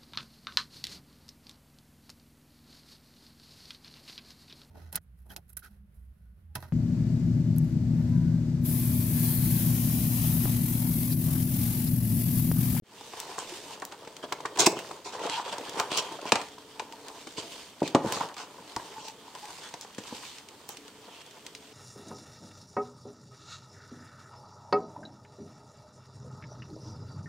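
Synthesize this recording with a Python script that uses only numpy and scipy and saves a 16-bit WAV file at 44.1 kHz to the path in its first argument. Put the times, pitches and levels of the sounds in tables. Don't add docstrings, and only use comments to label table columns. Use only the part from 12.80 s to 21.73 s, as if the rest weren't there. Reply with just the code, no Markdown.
import sys
import numpy as np
from scipy import signal
from scipy.fft import rfft, irfft, next_fast_len
from scipy.io import wavfile
from scipy.ndimage import uniform_filter1d, map_coordinates

SR = 44100
rng = np.random.default_rng(int(sys.argv[2]) if len(sys.argv) > 2 else 0)


def amplitude_ratio(level_db):
    exponent = np.asarray(level_db, float) / 20
    return 10 ** exponent


def pcm_store(signal):
    levels = np.round(np.clip(np.atleast_2d(signal), -1, 1) * 32767)
    wavfile.write(sys.argv[1], SR, levels.astype(np.int16).T)


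N = 393813

# centre in Hz, width in Hz, level in dB.
BODY = [(112, 61, -18), (167.4, 64, -9.5), (291.6, 31, -2), (394.7, 101, 0), (476.5, 108, 1),
        (600.4, 61, -1), (686.6, 6.6, 0)]
# centre in Hz, width in Hz, level in dB.
LID = [(724, 127, -4.5), (884, 77, 2.5), (975, 86.5, 5.5), (1058, 230, -0.5), (1500, 440, -8.5),
       (1826, 450, -12)]


def unit(x):
    return x / np.sqrt(np.mean(x ** 2) + 1e-20)


def unit_peak(x):
    return x / np.abs(x[0]).max()


def lay(out, start_s, sound):
    start = round(start_s * SR)
    out[:, start:start + sound.shape[1]] += sound


def along(points, hz):
    f, v = np.transpose(points)
    return np.interp(np.log(hz + 1), np.log(f + 1), v)


def wobble(rate):
    knots = rng.standard_normal(int(N * rate / SR) + 4)
    return map_coordinates(knots, [np.arange(N) * rate / SR])


def filtered(x, response):
    m = next_fast_len(x.shape[-1] + 2048)
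    return irfft(rfft(x, m) * response(np.fft.rfftfreq(m, 1 / SR)), m)[..., :x.shape[-1]]


def modes(table):
    def response(f):
        total = 0
        for k, (centre, width, db) in enumerate(table):
            resonance = 1j * f * width / (centre * centre - f * f + 1j * f * width)
            total = total + (-1) ** k * amplitude_ratio(db) * resonance
        return total
    return response


def vary(table):
    return [(c * rng.normal(1, 0.044), w, g + rng.normal(0, 1.66)) for c, w, g in table]


def patchy(x, depth_db):
    z = signal.stft(x, nperseg=256)[2]
    field = rng.standard_normal(z.shape[1:])
    field = uniform_filter1d(field, size=4, axis=0)
    field = uniform_filter1d(field, size=18, axis=1)
    gain = amplitude_ratio(depth_db * unit(field))
    return signal.istft(z * unit(gain), nperseg=256)[1][:, :N]


def fibres(rate, size_db, share):
    sizes = amplitude_ratio(size_db * np.minimum(rng.exponential(size=N), 3))
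    catches = (rng.random(N) < rate / SR * amplitude_ratio(4 * wobble(25))) * sizes
    catches = signal.lfilter([1], [1, -.95], catches)
    strength = np.sqrt(1 - share) + np.sqrt(share) * unit(catches)
    return strength * rng.standard_normal((2, N))


def crease(centre_hz, spread, top_db):
    hump = modes([(centre_hz, spread * centre_hz, 0), (3200, 6000, -8)])

    def response(hz):
        steep = 1 / (1 + 1j * hz / 14000 - (hz / 9000) ** 2) ** 2 / (1 + (hz / 9800) ** 12)
        sparkle = amplitude_ratio(top_db) / (1 + (10500 / (hz + 1)) ** 12)
        return hump(hz) * steep + sparkle
    return response


def swells(rows, rest_db, other_rest_db):
    t, power = np.arange(N) / SR, amplitude_ratio([[2 * rest_db], [2 * other_rest_db]]) * np.ones(N)
    for s, length, db, over_db in rows:
        span = slice(round(s * SR), round((s + length) * SR))
        arch = np.sin(np.pi * (t[span] - s) / length) ** 2
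        power[:, span] += arch * amplitude_ratio([[2 * db], [2 * (db + over_db)]])
    return np.sqrt(power)


def floor():
    # frequency in Hz, density in dB per Hz.
    floor_colour = [(15, -54), (25, -34), (76, -7), (231, -1.5), (280, -1.5), (763, -9), (948, -36),
                    (1120, -7.5), (1770, -14), (3040, -22.5), (7660, -18), (9510, -19), (10900, -30),
                    (14300, -19.5), (16400, -29)]
    noise = rng.standard_normal((2, N))
    return amplitude_ratio(-57.5) * unit(filtered(noise, lambda hz: amplitude_ratio(along(floor_colour, hz))))


def switch_on(t):
    return -amplitude_ratio(-45.5) * sum(np.exp(-((t - lag) / 0.00077) ** 2) for lag in (.003, .012))


def rubbing():
    # start in seconds, length in seconds, rasp in dB, hiss in dB over rasp.
    strokes = [(.12, 0.56, -51.5, 4), (.45, 0.58, -49.5, 3.5), (1.83, 0.4, -57, 6.5), (2.28, 0.2, -57, -1),
               (2.62, 0.57, -47.5, -1.5), (2.98, 0.54, -46, -3), (3.4, 0.41, -50, -2.5),
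               (4.05, 0.75, -60, 6.5), (4.52, 0.43, -48, 0.5), (5.2, 0.31, -45.5, 0.5),
               (5.7, 0.59, -53.5, 1), (6.42, 0.61, -53.5, 3.5), (7.15, 0.5, -48, 0.5),
               (8.25, 0.37, -56, -12)]
    # start in seconds, length in seconds, body in dB, lid in dB over body.
    presses = [(.15, 0.65, -54.5, 5), (.48, 0.68, -51.5, -2), (1.0, 0.53, -54, -4),
               (1.35, 0.64, -49.5, -18), (1.8, 0.46, -46, -5), (2.3, 0.28, -42, 1), (2.45, 0.38, -50, 9.5),
               (2.68, 0.78, -45.5, 1.5), (3.03, 0.54, -54, 7), (3.3, 0.22, -47, -8),
               (4.05, 0.4, -53.5, 3.5), (4.5, 0.33, -50.5, -2), (5.1, 0.46, -42.5, 2), (5.5, 0.87, -57, 3),
               (6.35, 0.59, -63.5, 12.5), (7.2, 0.35, -68, 15)]
    # centre in Hz, width in Hz, level in dB.
    skin = [(1900, 1060, -4), (3290, 330, 9), (4580, 830, -7.5)]
    # frequency in Hz, density in dB per Hz.
    hiss_colour = [(2060, -11.5), (3500, 6.5), (3930, -0.5), (6220, -1), (7890, -3), (9100, -4),
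                   (10800, -17.5), (13300, -12.5), (15900, -20), (16400, -30)]
    rasp_gain, hiss_gain = swells(strokes, rest_db=-57.5, other_rest_db=-58.5)
    body_gain, lid_gain = swells(presses, rest_db=-61.5, other_rest_db=-59.5)
    grip_db = 1.17 * wobble(30)
    surface = fibres(420, size_db=3, share=.1)
    panel = fibres(250, size_db=-2.5, share=0.34)
    rasp = rasp_gain * amplitude_ratio(grip_db) * unit(filtered(surface, modes(skin)))
    hiss = hiss_gain * amplitude_ratio(grip_db) * unit(filtered(surface, lambda hz: amplitude_ratio(along(hiss_colour, hz))))
    lid = lid_gain * amplitude_ratio(2.27 * grip_db) * unit(filtered(panel, modes(LID)))
    body = body_gain * amplitude_ratio(0.35 * grip_db) * unit(filtered(panel, modes(BODY)))
    return patchy(rasp + hiss + lid + body, depth_db=1.3)


def motor():
    # start in seconds, end in seconds, level in dB.
    runs = [
        (.2, 1.51, -64.5),
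        (3.6, 4.51, -57.5),
        (4.6, 4.997, -66),
        (5.61, 6.497, -61),
        (7.972, 8.286, -58),
        (8.61, 8.936, -59.5),
    ]
    # frequency in Hz, level in dB.
    housing = [(284, 3.5), (436, 6)]
    t = np.arange(N) / SR
    step = t * 29.97 - .3
    weak_db = -3.5 * (np.floor(step) % 2 == 0)
    steps = 0.12 + amplitude_ratio(-22 * (step % 1) + weak_db + wobble(30))
    hum = sum(amplitude_ratio(db) * np.sin(2 * np.pi * hz * t + 0.47 * wobble(10)) for hz, db in housing)
    on = sum(amplitude_ratio(db) * (t > start) * (t < end) for start, end, db in runs)
    return uniform_filter1d(on, size=800) * unit(uniform_filter1d(steps, size=60) * hum)


def knocks():
    # time in seconds, body in dB, lid in dB over body, contact in ms.
    blows = [(1.02, -22.5, -2, 0.9), (1.271, -24.5, -10, 1), (1.434, -21, -28, 1.2), (1.651, -18, 1, 0.97),
             (1.781, -26, 7, 1.4), (1.862, -12, -6.5, 0.56), (1.926, -15, -22, 1),
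             (1.966, -17.5, -9.5, 1.5), (2.108, -24.5, -0.5, 1.8), (2.257, -23, -9, 0.39),
             (2.396, -25, -6, 0.64), (2.78, -23, -3, .8), (2.883, -23, -25, 2), (2.997, -15, -1.5, 0.43),
             (3.114, -15, -12, 1.2), (3.317, -22, -6, 0.85), (3.451, -19.5, -5.5, 1.2),
             (3.519, -3, -3, 1.34), (3.995, -26, 3.5, 0.96), (4.578, -18.5, -10.5, 2.2),
             (5.152, -8, -1, .6), (5.319, -21, -0.5, 2.9), (5.405, -17.5, 1, 1.1), (5.961, -20.5, 1, 3.6),
             (6.937, -25.5, -2.5, 1.64), (7.89, -30, -3.5, 1.23)]
    # time in seconds, body in dB.
    taps = [(0.208, -33.5), (0.334, -28), (0.58, -24.5), (1.521, -17), (1.794, -38), (2.044, -32),
            (2.347, -28), (2.493, -23), (3.554, -16), (5.37, -21.5), (5.565, -31.5), (5.631, -35),
            (5.994, -31), (6.178, -34), (6.282, -37.5), (6.549, -33), (7.047, -33), (8.565, -40),
            (5.781, -35.5), (7.25, -36.5), (8.28, -41), (7.1, -42), (3.779, -35.5), (2.971, -27),
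            (2.73, -30), (3.2, -32), (5.346, -36), (1.602, -26.5)]
    # centre in Hz, width in Hz, level in dB.
    table_modes = [(70, 58, 2), (131, 32, 13), (200, 150, 8.5)]
    out, t = np.zeros((2, N + 8192)), np.arange(4096) / SR
    tap_lid_db, tap_ms = 0, 1.07
    for s, db, lid_db, contact_ms in blows + [(s, db, tap_lid_db, tap_ms) for s, db in taps]:
        u = np.minimum(1000 * t / contact_ms, 1)
        blow = np.sin(np.pi * u) ** 2 * [[1], [0]]
        rattle = rng.standard_normal((2, len(t))) * amplitude_ratio(-60 * t / 0.04)
        body = unit_peak(filtered(blow + 0.77 * rattle, modes(vary(BODY))))
        lid = unit_peak(filtered(blow + 1.6 * rattle, modes(vary(LID))))
        thud = unit_peak(filtered(blow + 0.39 * rattle, modes(vary(table_modes))))
        mix = body + amplitude_ratio(lid_db + 8) * lid + amplitude_ratio(-30.0) * contact_ms ** 2 * thud
        lay(out, s + .001, amplitude_ratio(db + 2.5) * mix / 4.68)
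    return out[:, :N]


def snaps():
    # time in seconds, peak in dB, centre in Hz, top sparkle in dB.
    creases = [(0.401, -15.5, 6860, -15), (0.589, -17, 6800, -26), (1, -29, 6100, -25),
               (1.0515, -18.5, 9300, -14), (1.5246, -15.5, 2330, -36), (1.6565, -20.5, 1650, -43),
               (1.7725, -23, 1630, -35), (1.798, -13, 5000, -16), (1.8643, -2, 6600, -12.5),
               (1.99, -23.5, 1590, -27), (2.4975, -17, 3080, -47), (2.726, -25.5, 2000, -38),
               (2.7828, -21, 3760, -31), (2.895, -21.5, 3880, -27), (2.9984, -9.5, 3000, -32),
               (3.117, -17, 2740, -37), (3.1749, -9, 4330, -24), (3.5204, -2, 2570, -44),
               (3.556, -11.5, 2660, -46), (3.9958, -18, 2020, -47), (5.077, -21, 2860, -33),
               (5.1484, -9.5, 2030, -54), (5.323, -15.5, 3400, -24), (5.9636, -16, 3870, -33),
               (6.283, -23, 3000, -28), (6.9398, -24, 3280, -40), (7.011, -23, 4800, -23),
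               (7.182, -25.5, 1500, -40), (1.804, -6, 5200, -24), (1.811, -14, 5000, -22),
               (1.824, -19, 6500, -20), (1.8445, -23, 7000, -20), (1.921, -23, 7000, -22),
               (2.4355, -34, 1500, -40), (2.9827, -31, 1560, -40), (3.1059, -33, 4230, -30),
               (7.8905, -16.5, 3900, -12.5)]
    # time in seconds, peak in dB.
    ticks = [(0.21, -34), (1.122, -31), (1.3664, -26.5), (1.606, -31), (2.113, -30), (2.2594, -37),
             (2.466, -24), (8.51, -35), (3.323, -28), (8.463, -36), (3.455, -31), (3.784, -35),
             (4.124, -30), (4.283, -29.5), (4.5233, -35), (5.4083, -31), (5.5424, -32), (5.567, -31),
             (5.5808, -28), (6.551, -28.5), (6.655, -29), (7.1478, -32), (7.2376, -31), (7.584, -29),
             (7.6872, -29), (7.9706, -28), (8.08, -33.5), (8.665, -24.5), (8.75, -26), (8.833, -47),
             (2.3247, -35), (2.6454, -38), (2.9368, -37), (3.4142, -31), (3.4676, -33), (3.491, -32),
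             (3.685, -34), (3.721, -40), (5.488, -32), (5.609, -33)]
    # time in seconds, peak in dB.
    folds = [(1.02, -28), (1.249, -35), (1.2748, -31.5), (1.7595, -36), (2.393, -31), (2.973, -36),
             (3.6144, -25), (4.472, -26.5), (5.004, -32), (5.0297, -25), (5.273, -28), (6.8355, -32),
             (6.889, -31.5), (8.415, -39), (8.869, -52)]
    out, t = np.zeros((2, N + 4096)), np.arange(2048) / SR
    faint = [(s, db, 2880, -34) for s, db in ticks] + [(s, db, 1650, -37) for s, db in folds]
    for s, db, centre_hz, top_db in creases + faint:
        t60 = 0.027 * (3000 / centre_hz) ** 0.94
        decay = amplitude_ratio(-60 * t / t60) + 1.6 * amplitude_ratio(-60 * t / 0.0018)
        crackle = (1 - np.exp(-t / 0.00041)) * decay * rng.standard_normal((2, len(t)))
        crackle[:, 8] = [6.5, 3.5]
        burst = filtered(crackle, crease(centre_hz, spread=0.96, top_db=top_db + 12.5))
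        lay(out, s, amplitude_ratio(db) * unit_peak(burst))
    return out[:, :N]


def room(x):
    # frequency in Hz, 60 dB decay in seconds.
    decay_times = [(200, 0.36), (1000, 0.43), (4000, 0.25), (12000, 0.2)]
    hz, t, z = signal.stft(rng.standard_normal((2, SR // 3)), SR, nperseg=256)
    decay = amplitude_ratio(-60 * t / along(decay_times, hz)[:, None])
    tail = signal.istft(z * decay, SR, nperseg=256)[1]
    delayed = np.pad(x[0], (250, 0))[None]
    return signal.fftconvolve(delayed, tail / np.linalg.norm(tail[0]), axes=1)[:, :N]


def creaks():
    # time in seconds, peak in dB, pitch in Hz.
    wall_slips = [(0.49, -37.5, 400), (0.72, -34.5, 350), (1.829, -20.5, 509), (2.335, -37, 437),
                  (2.35, -34, 500), (2.414, -35.5, 500), (2.434, -29, 692), (2.454, -26, 480),
                  (2.469, -27, 684), (2.639, -42, 705), (2.661, -32.5, 517), (2.794, -32.5, 455),
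                  (2.81, -31, 316), (2.829, -40, 468), (2.97, -33.5, 328), (3.387, -33.5, 724),
                  (4.019, -36, 300), (4.469, -37, 290), (8.277, -45, 503)]
    out, t = np.zeros((2, N + 4096)), np.arange(4096) / SR
    for s, db, pitch_hz in wall_slips:
        slips = rng.standard_normal((2, len(t))) * amplitude_ratio(-60 * t / 0.045)
        wall = modes([(pitch_hz, 0.13 * pitch_hz, 0), (1.9 * pitch_hz, 400, -12)])
        lay(out, s, amplitude_ratio(db + 2) * unit_peak(filtered(slips, wall)))
    return out[:, :N]


def scrapes():
    # start in seconds, length in seconds, level in dB, centre in Hz.
    jams = [
        (1.112, 0.045, -50.5, 3000),
        (1.427, 0.036, -45.5, 2470),
        (1.755, 0.016, -43.5, 2500),
        (1.772, 0.014, -37, 2000),
        (2.713, 0.052, -41, 2950),
        (2.973, 0.067, -40, 3600),
        (3.525, 0.13, -45.5, 2870),
        (5.402, 0.077, -50.5, 3540),
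    ]
    # start in seconds, length in seconds, level in dB, centre in Hz.
    drags = [(.574, 0.065, -41, 6550), (1.785, 0.047, -21.5, 4750), (1.81, 0.061, -28, 4000),
             (1.858, 0.024, -16.5, 5360), (1.957, 0.078, -45.5, 2940), (2.242, 0.087, -43, 4600),
             (2.318, 0.079, -46, 4430), (2.388, 0.31, -43, 2800), (2.64, 0.073, -44, 2800),
             (3.457, .07, -40, 3150), (2.6, .05, -50, 3000), (2.68, .04, -45, 3000),
             (3.101, 0.12, -35, 2800), (5.311, .12, -37.5, 4130), (5.565, 0.11, -43, 3470),
             (6.17, 0.12, -50.5, 4670), (6.811, .098, -48, 1900)]
    # start in seconds, length in seconds, level in dB, centre in Hz.
    brushes = [(2.483, 0.18, -37, 2770), (3.167, 0.048, -29, 4370), (4.566, 0.06, -39, 4000),
               (5.034, 0.1, -42, 3330), (6.24, 0.097, -47.5, 4450), (7.013, 0.05, -46, 4700),
               (7.88, 0.082, -47.5, 6100), (7.263, 0.041, -46, 5500), (7.42, 0.12, -54, 3500),
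               (7.185, .02, -50, 5200), (8.3, .15, -58, 2800), (8.405, .025, -53, 1900),
               (3.18, .03, -36, 3200), (1.79, .03, -27, 5300)]
    # centre in Hz, width in Hz, level in dB.
    card_modes = [(1560, 150, -1), (2020, 54, -1), (2800, 660, 3.5), (3365, 100, 11), (4000, 840, -29),
                  (4800, 180, -1), (5230, 350, -32)]
    grit, out = fibres(500, size_db=3.0, share=0.3), np.zeros((2, N))
    kinds = [(jams, 6.5), (drags, -2.25), (brushes, -8.5)]
    for rows, box_db in kinds:
        for s, length, db, centre_hz in rows:
            u = np.arange(8192) / (SR * np.clip(length, .01, .15))
            swell = np.sin(np.pi * np.minimum(u, 1) ** 0.59) ** 1.4
            drag = swell * grit[:, round(s * SR):][:, :len(u)]
            edge = unit(filtered(drag, crease(centre_hz, spread=0.73, top_db=-29.5)))
            card = 0.5 * unit(filtered(drag, modes(vary(card_modes))))
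            box = unit(filtered(drag, modes(vary(LID)))) + 0.53 * unit(filtered(drag, modes(vary(BODY))))
            swell_rms = np.sqrt(np.mean(swell ** 2))
            lay(out, s, swell_rms * amplitude_ratio(db) * (edge + card + amplitude_ratio(box_db) * box))
    return patchy(out, depth_db=2.5)


def thumps():
    # time in seconds, level in dB, contact in ms, pitch over usual, lid in dB.
    falls = [(5.018, -11.5, 1.2, 1.02, -11), (5.147, -5, 1.1, .97, -8), (5.2445, -16, 1.6, 0.9, -20),
             (5.258, -23, 2.5, .7, -20), (5.03, -20, 1.3, .95, -14), (7.181, -27, 1.3, 0.76, -4),
             (5.962, -36, 3, .7, -20), (7.322, -26.5, 1.55, 0.83, 0), (1.8691, -8, 1.3, 1.12, -24),
             (3.524, -20, 1.3, .72, 2), (5.361, -34, 3.5, .6, -20), (5.8, -45, 3.5, .65, -20)]
    # centre in Hz, width in Hz, level in dB.
    air = [(160, 50, -8), (300, 65, 0), (395, 75, -2), (580, 70, -2), (756, 160, -8)]
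    out, t = np.zeros((2, N + 8192)), np.arange(8192) / SR

    def push(lag_s, contact_ms):
        return np.sin(np.pi * np.clip(1000 * (t - lag_s) / contact_ms, 0, 1)) ** 2

    for s, db, contact_ms, pitch, lid_db in falls:
        pushes = push(0, contact_ms) + amplitude_ratio(-12.5) * push(.02, contact_ms)
        flutter = uniform_filter1d(rng.standard_normal((2, len(t))), size=30)
        flutter = flutter * amplitude_ratio(-60 * t / 0.068) * np.minimum(t / 0.0029, 1)
        drive = pushes * [[1], [0]] + 1.2 * flutter
        cavity = [(c * pitch, w, g) for c, w, g in air]
        lid = [(c, w, g + lid_db) for c, w, g in LID]
        lay(out, s, amplitude_ratio(db) * unit_peak(filtered(drive, modes(cavity + lid))))
    return out[:, :N]


def squeaks():
    # start in seconds, length in seconds, level in dB, pitch in Hz.
    thumb_slips = [
        (2.49, 0.05, -34, 930),
        (2.52, .04, -36, 903),
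        (2.554, 0.058, -35.5, 937),
        (4.114, 0.044, -44, 895),
        (6.158, .05, -41, 860),
        (6.271, 0.036, -38, 865),
        (6.616, 0.053, -45, 847),
    ]
    out, drift, flutter = np.zeros((2, N)), 1.5 * wobble(60), amplitude_ratio(4.5 * wobble(110))
    for s, length, db, pitch_hz in thumb_slips:
        k = np.arange(round(s * SR), round((s + length) * SR))
        arch = np.sin(np.pi * (k - k[0]) / len(k))
        tone = np.sin(2 * np.pi * pitch_hz * k / SR + drift[k])
        out[0, k] += amplitude_ratio(db) * arch * flutter[k] * tone
    return out


def stereo(pair):
    # frequency in Hz, correlation from 0 to 1.
    alike = [(40, .9), (90, .97), (350, .97), (700, .94), (1400, .8), (2800, .53), (5600, .33), (10000, .2),
             (14000, .03)]

    def blend(hz):
        turn = np.arccos(np.clip(along(alike, hz), 0, 1)) / 2
        return np.array([np.cos(turn), np.sin(turn)])

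    mid, side = filtered(pair, blend)
    return np.array([mid + side, mid - side])


def scene():
    steady = floor() + rubbing()
    purr = motor()
    hits = knocks() + snaps() + creaks() + scrapes() + thumps() + squeaks()
    return stereo(hits + amplitude_ratio(-13) * room(hits) + steady) + purr


def band(hz):
    # frequency in Hz, left over right in dB.
    tilt = [(150, 0), (400, 1), (900, .8), (2400, -1.2), (6000, -1.5), (15000, -.5)]
    lean_db = along(tilt, hz) / 2 * [[1], [-1]]
    notch_db = -20 * (hz > 14800) * (hz < 15250)
    shelf_db = -50 * (hz > 15820)
    return amplitude_ratio(lean_db + notch_db + shelf_db) * (hz < 16400)


def band_limit(x):
    return signal.sosfilt(signal.butter(12, 16520, fs=SR, output="sos"), x)


def record(dry):
    t = np.clip(np.arange(N) / SR - .021, 0, None)
    x = dry * np.minimum(t / 0.13, 1) + switch_on(t)
    x = x / (1 + np.abs(x / .6) ** 4) ** .25
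    return band_limit(filtered(x, band))


dry = scene()
out = record(dry)
pcm_store(out)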